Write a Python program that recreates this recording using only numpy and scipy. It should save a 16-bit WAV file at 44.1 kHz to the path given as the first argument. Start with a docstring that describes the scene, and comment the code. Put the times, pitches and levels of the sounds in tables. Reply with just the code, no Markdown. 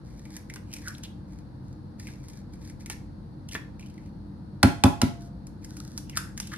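"""Opening eggs over a glass bowl

A small kitchen, with a pair of microphones close to a glass bowl on a wooden slab; a low rumble fills the room.
Thumbs pry a shell apart with snaps and crunches, and the empty halves are put down; all are runs of tiny breaks,
filtered by the shell's wall and hollows. The next egg is knocked three times on the rim: the bowl rings in dying
sines and rocks on the slab with low thuds. It is pried open with a squelch, and wet bubbles slop into the bowl."""
import sys
import numpy as np
from scipy import signal
from scipy.fft import rfft, irfft, next_fast_len
from scipy.io import wavfile

SR = 44100
rng = np.random.default_rng(int(sys.argv[2]) if len(sys.argv) > 2 else 0)


def wrap_up_sound(samples):
    """Save the sound to the file named by the first command line argument, as 16-bit audio."""
    columns = np.atleast_2d(samples).T
    # keep every value between -1 and 1, then stretch to whole-number steps
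    tamed = np.clip(columns, -1, 1)
    steps = np.round(tamed * 32767).astype(np.int16)
    wavfile.write(sys.argv[1], SR, steps)


N = 289737

# Colour of the room's low rumble. Each row: frequency in Hz, relative level in dB per Hz.
RUMBLE_COLOUR = [(25, -36.5), (42, -11.5), (54, 0.5), (72, -9), (96, 1), (108, -8.5), (135, -1),
                 (167, -7.5), (196, -2), (245, -10.5), (265, -15.5), (300, -6), (410, -29.5), (900, -94.5)]
# Slow drift of the rumble. Each row: time in seconds, level in dB.
RUMBLE_LEVEL = [(0, -43), (2, -41.5), (5.8, -41), (6.1, -40), (6.57, -40.5)]
# Colour of the room's hiss. Each row: frequency in Hz, relative level in dB per Hz.
HISS_COLOUR = [(300, -5.5), (410, -12.5), (460, 2.5), (650, -7.5), (900, -5), (1100, -12), (1600, -15),
               (2300, -27.5), (3200, -30), (4400, -19.5), (5000, -27), (7200, -39.5), (10400, -33),
               (16000, -56.5)]
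HISS_DB = -56
# Kitchen reverberation. Each row: frequency in Hz, time to die by 60 dB in seconds, level in dB.
ROOM = [(100, 0.3, -11.5), (303, 0.26, -3), (794, 0.35, -6.5), (2000, 0.34, -3.5), (4760, 0.37, -9.5),
        (9000, .4, -15), (14480, 0.26, -1.5)]

# Shell bumping against the bowl or the slab, or a finger touching the bowl (the row at 2.085 s). Each row:
# start in seconds, level in dB.
BUMPS = [(.561, -39), (2.085, -44.5), (2.899, -35), (3.551, -25.5), (6.173, -43.5)]
# Colour of a bump. Each row: frequency in Hz, level in dB per Hz.
BUMP_COLOUR = [(150, -9.5), (370, 7), (550, -12), (900, -1), (1200, -5), (1800, 2.5), (2300, -6),
               (3500, -8), (6000, -32)]
# The egg slops into the bowl. Each row: start in seconds, length in seconds, pitch in Hz, level in dB.
SLOPS = [(1.037, 0.031, 3300, -51.5), (6.512, 0.019, 1570, -46.5), (6.528, 0.016, 1590, -39.5)]
# Fingers grip and work a shell.
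# Each row: start in seconds, length in seconds, hollow of the shell in Hz, crackle level in dB.
GRIPS = [(0.04, 0.4, 1940, -68), (.72, 0.26, 2080, -62.5), (1.27, 0.17, 2000, -71), (1.62, 0.17, 1500, -75),
         (1.982, 0.19, 2200, -58.5), (2.17, .26, 1920, -65.5), (2.52, 0.051, 1880, -65),
         (2.599, 0.14, 1950, -63), (2.793, 0.05, 2050, -62), (2.898, 0.051, 2170, -51),
         (3.509, 0.078, 2170, -48.5), (3.78, 0.15, 2700, -66.5), (3.92, .2, 2490, -74),
         (5.19, 0.11, 1470, -65.5), (5.68, 0.37, 1573, -59), (6.4, 0.31, 3250, -59.5)]
GRIP_ATTACK_S, GRIP_RELEASE_S = 0.017, 0.042
# Now and then a flake gives way and the crackle leaps: rate, decay time, size against the even strain.
TICKS_PER_S, TICK_S, TICK_DB = 18, .003, 13
# Air pockets against the dry crackle: the higher ones radiate better.
POCKET_HZ, POCKET_DB, POCKET_DB_PER_OCTAVE = 2000, -4, 6.5
# Crackle before a snap: level against the snap, and how far it swells over the strain.
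STRAIN_DB, STRAIN_RISE_DB = -22.5, 16.5
# The two halves are pulled apart. Each row: moment of parting in seconds, level in dB,
# time the pitch takes to fall in seconds, swell by 20 dB in seconds, fade by 20 dB in seconds.
PARTINGS = [(.87, -38.5, .15, 0.039, 0.057), (6.185, -43, .1, 0.075, 0.12)]
SHUT_HZ, OPEN_HZ = 2805, 1514   # the wet gap between the halves, just cracked and wide open
# Snaps of shell. Each row: start in seconds, crack level in dB, hollow of the shell in Hz,
# hollow level in dB, length in seconds of the crackling strain before it.
SNAPS = [(.253, -52, 2130, -48, 0), (0.366, -35.5, 1950, -42.5, 0.066), (0.499, -46, 2050, -37, 0.013),
         (0.5385, -37.5, 1890, -66, 0), (.5586, -40, 1830, -58, 0.0057), (0.7373, -31.5, 2570, -42, .04),
         (0.7653, -39.5, 2300, -45.5, 0.024), (0.882, -30.5, 1390, -48, 0.043), (0.9494, -56, 3630, -43, 0),
         (.982, -45.5, 2500, -57, 0.019), (1.0356, -37, 3360, -40, 0.0079),
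         (2.0703, -45, 2300, -41.5, 0.0013), (2.284, -43.5, 1130, -66, 0), (2.298, -47, 1980, -59, 0),
         (2.6989, -46.5, 2130, -51.5, 0.15), (2.8603, -38, 2110, -42.5, 0), (2.8995, -30, 2210, -35.5, 0),
         (3.488, -40.5, 3000, -45.5, 0.0034), (3.5126, -49, 3040, -41, 0.0037),
         (3.7952, -49, 2410, -50, 0.0021), (3.8257, -64, 2500, -47, 0), (3.979, -72, 2070, -50, 0.0094),
         (5.469, -44.5, 1003, -71, 0.0041), (5.6463, -39, 2070, -55, 0.025),
         (5.7682, -40.5, 1315, -54.5, 0.0057), (5.977, -28, 1500, -48, 0), (6.096, -38.5, 2740, -44, 0),
         (6.1722, -19.5, 1333, -23.5, .012), (6.3767, -32, 1800, -40, 0.0074),
         (6.4005, -25.5, 2000, -43.5, 0), (6.4715, -39, 3480, -58, 0)]
# Colour of a fracture. Each row: frequency in Hz, level in dB per Hz.
FRACTURE_COLOUR = [(200, -35), (900, -2.5), (2000, 0.5), (3500, -1), (5500, 12), (7200, 9), (10500, 5),
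                   (13000, -5), (16000, -26)]
BREAK_SPREAD_DB = 3.5

# Thud of bowl and slab. Each row: mode in Hz, level in dB, time to die by 60 dB in seconds.
SLAB_MODES = [(88, -18, 0.27), (110, -3.5, 0.1), (157.3, -15, 0.34), (223.7, -3.5, 0.093), (248, -1, 0.087),
              (294, -13, 0.11), (500, -18.5, 0.05)]
# Glass bowl, damped by the eggs in it.
# Each row: mode in Hz, level in dB, time to die by 60 dB in seconds, lead of the left side in radians.
BOWL_MODES = [(579, -9, 0.092, 0.11), (688.5, -25.5, 0.93, -0.21), (690, -7.5, 0.18, -1.8),
              (755, 2, 0.024, 1), (836, 0, 0.083, -1.4), (989, -7, 0.11, 0.75), (1089, -10.5, 0.088, 1),
              (1297, -14.5, 0.11, -0.42), (1384, -13, 0.075, -.2), (1507, -14, 0.058, -0.029),
              (1690, -19.5, 0.083, 0.14), (2570, -19, 0.067, -.6), (2510, -26, 0.04, -1.4),
              (3420, -7, 0.022, -0.4), (4600, -21, 0.033, 0.41), (4630, -28, 0.072, 0)]
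# Egg on the rim. Each row: start in seconds, crack level in dB, hollow of the egg in Hz, hollow level in dB,
# shell ping in Hz, ping level in dB, glass level in dB, thud level in dB, thud delay in seconds,
# rebound level in dB, rebound delay in seconds, rattle level in dB.
KNOCKS = [(4.6295, -18.5, 1440, -15.5, 1975, -11.5, -13.5, -9.5, 0.0074, -6.5, .0180, -48),
          (4.8368, -21, 1000, -16.5, 2570, -15, -15.5, -7, 0.007, -9, .0178, -18.5),
          (5.0155, -24.5, 1430, -29, 3380, -37, -23, -24, 0.009, -11.5, .0175, -45)]
# Colour of a blow on the rim. Each row: frequency in Hz, level in dB per Hz.
RIM_COLOUR = [(200, -6.5), (900, -1.5), (2400, 2), (3300, 3.5), (4300, 3.5), (5300, 3), (7500, -1),
              (10500, -3.5), (13000, -13.5), (16000, -35.5)]

PORT_LAG_S = .000076   # close sounds reach the right microphone first
CUTOFF_HZ = 16200


def from_db(db):
    """Decibels to amplitude."""
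    return 10 ** (np.asarray(db) / 20)


def rms_one(x):
    """Scales a sound to an rms of one."""
    return x / np.sqrt(np.mean(x ** 2) + 1e-20)


def seconds(length):
    """A time axis from zero."""
    return np.arange(int(length * SR)) / SR


def at_hz(points, hz, axis=1):
    """Reads a table on a log-frequency axis."""
    points = np.array(points)
    return np.interp(np.log(np.maximum(hz, 1)), np.log(points[:, 0]), points[:, axis])


def add(out, s, sound):
    """Mixes a sound in at time s."""
    start = max(int(s * SR), 0)
    out[:, start:start + sound.shape[-1]] += sound[..., :N - start]


def at_level(x, db, length):
    """Gives a sound the energy of that rms level held for that long."""
    return from_db(db) * x * np.sqrt(length * SR / (np.sum(x ** 2) + 1e-30))


def coloured(x, spectrum, size=1024):
    """Causal (minimum-phase) filter with the given spectrum."""
    hz = np.arange(size // 2 + 1) * SR / size
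    cepstrum = irfft(np.log(from_db(at_hz(spectrum, hz))))
    # folding the cepstrum onto positive times makes the filter minimum-phase
    cepstrum[1:size // 2] *= 2
    cepstrum[size // 2 + 1:] = 0
    return signal.fftconvolve(x, irfft(np.exp(rfft(cepstrum))))[:len(x)]


def hollow(x, hz, damping):
    """An air resonance, applied twice, with the given damping ratio."""
    r = np.exp(-2 * np.pi * hz * damping / SR)
    section = [1 - r, 0, r - 1, 1, -2 * r * np.cos(2 * np.pi * hz / SR), r * r]
    return signal.sosfilt([section, section], x)


def mode(t, hz, db, t60, phase=0):
    """A struck mode: a dying sine."""
    return from_db(db - 60 * t / t60) * np.sin(2 * np.pi * hz * t + phase)


def two_ports(x):
    """The left microphone hears a close sound slightly later."""
    size = next_fast_len(len(x) + 64)
    hz = np.arange(size // 2 + 1) * SR / size
    late = irfft(rfft(x, size) * np.exp(-2j * np.pi * hz * PORT_LAG_S), size)
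    return np.array([late[:len(x)], x])


def steady_noise(spectrum, side_db):
    """Stereo noise of a given colour and width."""
    mid, side = (coloured(white, spectrum, size=8192) for white in rng.standard_normal((2, N)))
    return rms_one(mid + from_db(side_db) * side * np.array([[1], [-1]]))


def background():
    """Low rumble in the room's resonances, nearly alike on both sides, and a faint wider hiss."""
    rumble_db = np.interp(np.arange(N) / SR, *np.transpose(RUMBLE_LEVEL))
    rumble = from_db(rumble_db) * steady_noise(RUMBLE_COLOUR, side_db=-12.5)
    hiss = from_db(HISS_DB) * steady_noise(HISS_COLOUR, side_db=0)
    return (rumble + hiss) * from_db([[.5], [-.5]])


def kitchen(x, first_s=0.0018, build_s=0.00057):
    """Diffuse reflections, different at each microphone, that die away band by band."""
    t, response = seconds(.6), 0
    edges = np.geomspace(50, 17000, 13)
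    onset = 1 - np.exp(-np.maximum(t - first_s, 0) / build_s)
    for low, high in zip(edges, edges[1:]):
        hz = np.sqrt(low * high)
        t60, db = at_hz(ROOM, hz, axis=1), at_hz(ROOM, hz, axis=2)
        bandpass = signal.butter(2, [low, high], "band", fs=SR, output="sos")
        band = signal.sosfilt(bandpass, rng.standard_normal((2, len(t))))
        tail = band * from_db(-60 * t / t60) * onset
        energy = np.sum(tail ** 2, axis=1, keepdims=True)
        response = response + from_db(db) * tail * np.sqrt(2 * (high - low) / SR / energy)
    return signal.fftconvolve(x, response, axes=1)[:, :N]


def fractures(envelope, per_s):
    """Tiny breaks of uneven size come at random under an envelope, the first at its start."""
    count = len(envelope)
    born = rng.random(count) < per_s / SR
    born[0] = True
    sign = rng.choice([-1, 1], count)
    size = from_db(BREAK_SPREAD_DB * np.clip(rng.normal(size=count), -2, 2))
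    return envelope * born * sign * size + 1e-18


def bumps(touch_s=0.0082):
    """A light shell, or a finger, meets a hard surface with a dull, short rattle."""
    out, t = np.zeros((2, N)), seconds(.08)
    for s, db in BUMPS:
        touches = fractures(np.exp(-t / touch_s), per_s=3300)
        add(out, s, two_ports(at_level(coloured(touches, BUMP_COLOUR), db, 0.0029)))
    return out


def wet_grains(breaks, hz, octaves=0.29, damping=0.048, count=6):
    """Each break sounds a small pocket of air in the wet shell, at its own pitch near that of the hollow."""
    pocket = rng.integers(0, count, len(breaks))
    offsets = np.linspace(-octaves, octaves, count)
    return sum(hollow(breaks * (pocket == k), hz * 2 ** offset, damping) for k, offset in enumerate(offsets))


def slops(spatter_db=-14, smack_db=-6, smack_hz=2700, smack_damping=0.97):
    """Yolk and white land in the bowl with a smack, a short cluster of small bubbles and a little spatter."""
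    out, t = np.zeros((2, N)), seconds(.12)
    for s, length, hz, db in SLOPS:
        breaks = fractures(np.sin(np.pi * np.minimum(t / length, 1)), per_s=2500)
        smack = at_level(hollow(breaks, smack_hz, smack_damping), db + smack_db, length)
        spatter = at_level(coloured(breaks, FRACTURE_COLOUR), db + spatter_db, length)
        bubbles = at_level(wet_grains(breaks, hz, octaves=0.33, damping=0.17), db, length)
        add(out, s, two_ports(bubbles + smack + spatter))
    return out


def tremor(count):
    """An even strain with sudden ticks at random moments."""
    ticks = (rng.random(count) < TICKS_PER_S / SR) * from_db(TICK_DB)
    return 1 + signal.lfilter([1], [1, -np.exp(-1 / (TICK_S * SR))], ticks + 1e-18)


def crackle(envelope, hz, db, length, wall_db=-5, wall_hz=4400, wall_damping=0.39):
    """A run of tiny breaks, heard dry, through the shell's wall and through the air pockets of the wet shell."""
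    breaks = fractures(np.pad(envelope, (0, SR // 50)), per_s=800)   # padded to let it ring out
    pocket_db = db + POCKET_DB + POCKET_DB_PER_OCTAVE * np.log2(hz / POCKET_HZ)
    direct = at_level(coloured(breaks, FRACTURE_COLOUR), db, length)
    wall = at_level(hollow(breaks, wall_hz, wall_damping), db + wall_db, length)
    pockets = at_level(wet_grains(breaks, hz), pocket_db, length)
    return two_ports(direct + wall + pockets)


def grips():
    """The fingers press, hold and let go; shell and membrane give way in tiny breaks."""
    out, t = np.zeros((2, N)), seconds(.6)
    for s, length, hz, db in GRIPS:
        pressure = np.clip(np.minimum(t / GRIP_ATTACK_S, (length - t) / GRIP_RELEASE_S), 0, 1)
        add(out, s, crackle(pressure * tremor(len(t)), hz, db, length))
    return out


def strains():
    """A shell that resists crackles louder and louder until it snaps."""
    out = np.zeros((2, N))
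    to_go = seconds(.2)[::-1]   # time left before the snap
    for s, crack_db, hz, _, strain_s in SNAPS:
        if strain_s > 0:
            swell = from_db(-STRAIN_RISE_DB * to_go / strain_s)
            add(out, s - to_go[0], crackle(swell, hz, crack_db + STRAIN_DB, strain_s))
    return out


def snaps(run_s=0.0044, damping=0.11, ring_s=0.0038, wall_db=-5, wall_hz=2600, wall_damping=1.0):
    """A crack runs through the shell in a few milliseconds; it sounds the hollow and, more broadly, the wall."""
    out, t = np.zeros((2, N)), seconds(.06)
    for s, crack_db, hz, hollow_db, _ in SNAPS:
        breaks = fractures(np.exp(-t / run_s), per_s=6000)
        crack = at_level(coloured(breaks, FRACTURE_COLOUR), crack_db, 0.0023)
        wall = at_level(hollow(breaks, wall_hz, wall_damping), hollow_db + wall_db, 0.001)
        air_breaks = fractures(np.exp(-t / ring_s), per_s=9700)
        air = at_level(hollow(air_breaks, hz, damping), hollow_db, 0.0024)
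        add(out, s, two_ports(crack + wall + air))
    return out


def partings(scatter_octaves=.18, damping=0.051, count=16):
    """A wet squelch: the gap between the halves widens and its pitch falls; it is loudest as they part."""
    out = np.zeros((2, N))
    pitches = np.geomspace(OPEN_HZ / np.sqrt(2), SHUT_HZ * np.sqrt(2), count)
    t = seconds(.5) - .2   # zero at the parting
    for s, db, fall_s, swell_s, fade_s in PARTINGS:
        breaks = fractures(from_db(-20 * np.maximum(-t / swell_s, t / fade_s)), per_s=700)
        gap_hz = OPEN_HZ * (SHUT_HZ / OPEN_HZ) ** np.clip(-t / fall_s, 0, 1)
        grain_hz = gap_hz * 2 ** (scatter_octaves * rng.normal(size=len(t)))
        pocket = np.round(np.interp(grain_hz, pitches, np.arange(count)))
        squelch = sum(hollow(breaks * (pocket == k), hz, damping) for k, hz in enumerate(pitches))
        held_s = (swell_s + fade_s) / (2 * np.log(10))   # a steady sound this long has the envelope's energy
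        add(out, s + t[0], two_ports(at_level(squelch, db, held_s)))
    return out


def thud(t, contact_s=0.0019, lowest_hz=55):
    """The slab's low modes under a soft push; the deepest bass hardly radiates."""
    push = signal.windows.hann(max(int(contact_s * SR), 3))
    ringing = sum(mode(t, *row) for row in SLAB_MODES)
    low = signal.fftconvolve(ringing, push / push.sum())[:len(t)]
    return signal.sosfilt(signal.butter(1, lowest_hz, "high", fs=SR, output="sos"), low)


def glass(t, egg_hz, favour_db=5, octaves=0.24, strike_s=0.00063):
    """The bowl rings, its modes favoured near the pitch of the egg that strikes it."""
    out = 0
    for k, (hz, db, t60, lead) in enumerate(BOWL_MODES):
        favoured_db = favour_db * np.exp(-(np.log2(hz / egg_hz) / octaves) ** 2)
        uneven_db = rng.normal() * 2
        phase = np.array([[lead / 2], [-lead / 2]])
        out = out + (-1) ** k * mode(t, hz, db + favoured_db + uneven_db, t60, phase)
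    return out * (1 - np.exp(-t / strike_s))


def bowl():
    """Under each knock the glass rings and the bowl tips, then drops back on the slab with a rattle."""
    out, t = np.zeros((2, N)), seconds(0.73)
    low = thud(t) * from_db([[-1.5], [1.0]])
    for s, _, egg_hz, *_, glass_db, thud_db, thud_s, rebound_db, rebound_s, rattle_db in KNOCKS:
        add(out, s, from_db(glass_db) * glass(t, egg_hz))
        add(out, s + thud_s, from_db(thud_db) * low)
        add(out, s + rebound_s, from_db(rebound_db) * low + from_db(rattle_db) * glass(t, egg_hz))
    return out


def rim_cracks(crush_s=0.0025, egg_damping=0.37, rise_s=0.00093, scatter_db=-4, scatter_s=0.000996,
               ping_t60=0.017):
    """The shell pings and caves in on the rim in dense breaks, which the curved glass scatters to each side."""
    out, t = np.zeros((2, N)), seconds(.06)
    rise = 1 - np.exp(-t / rise_s)
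    crush = rise * np.exp(-t / crush_s)
    for s, crack_db, egg_hz, egg_db, ping_hz, ping_db, *_ in KNOCKS:
        bursts = [fractures(crush, per_s=20000) for way in ("direct", "left", "right")]
        direct, left, right = (at_level(coloured(burst, RIM_COLOUR), crack_db, 0.011) for burst in bursts)
        air = at_level(hollow(bursts[0], egg_hz, egg_damping), egg_db, 0.0018)
        ping = rise * mode(t, ping_hz, ping_db, ping_t60)
        add(out, s, two_ports(direct + air + ping))
        add(out, s + scatter_s, from_db(scatter_db) * np.array([left, right]))
    return out


def shells():
    """Everything that breaks, and the wet egg inside."""
    return rim_cracks() + snaps() + strains() + grips() + partings() + slops()


def scene():
    """Egg and bowl close by, the kitchen around them."""
    shell, body = shells(), bowl() + bumps()
    # a breaking shell sends a different crackle each way, so its reverberation is smoother than its direct sound
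    reverberation = kitchen(body + shell / np.sqrt(2)) + kitchen(shells() / np.sqrt(2))
    return shell + body + reverberation + background()


def record(dry, low_cut_hz=40):
    """The deepest bass is cut, the highest peaks are rounded and the top is cut."""
    thinned = signal.sosfilt(signal.butter(3, low_cut_hz, "high", fs=SR, output="sos"), dry)
    rounded = 1.515 * np.tanh(thinned / 1.482)
    return signal.sosfilt(signal.ellip(10, .1, 90, CUTOFF_HZ, fs=SR, output="sos"), rounded)


dry = scene()
out = record(dry)
wrap_up_sound(out)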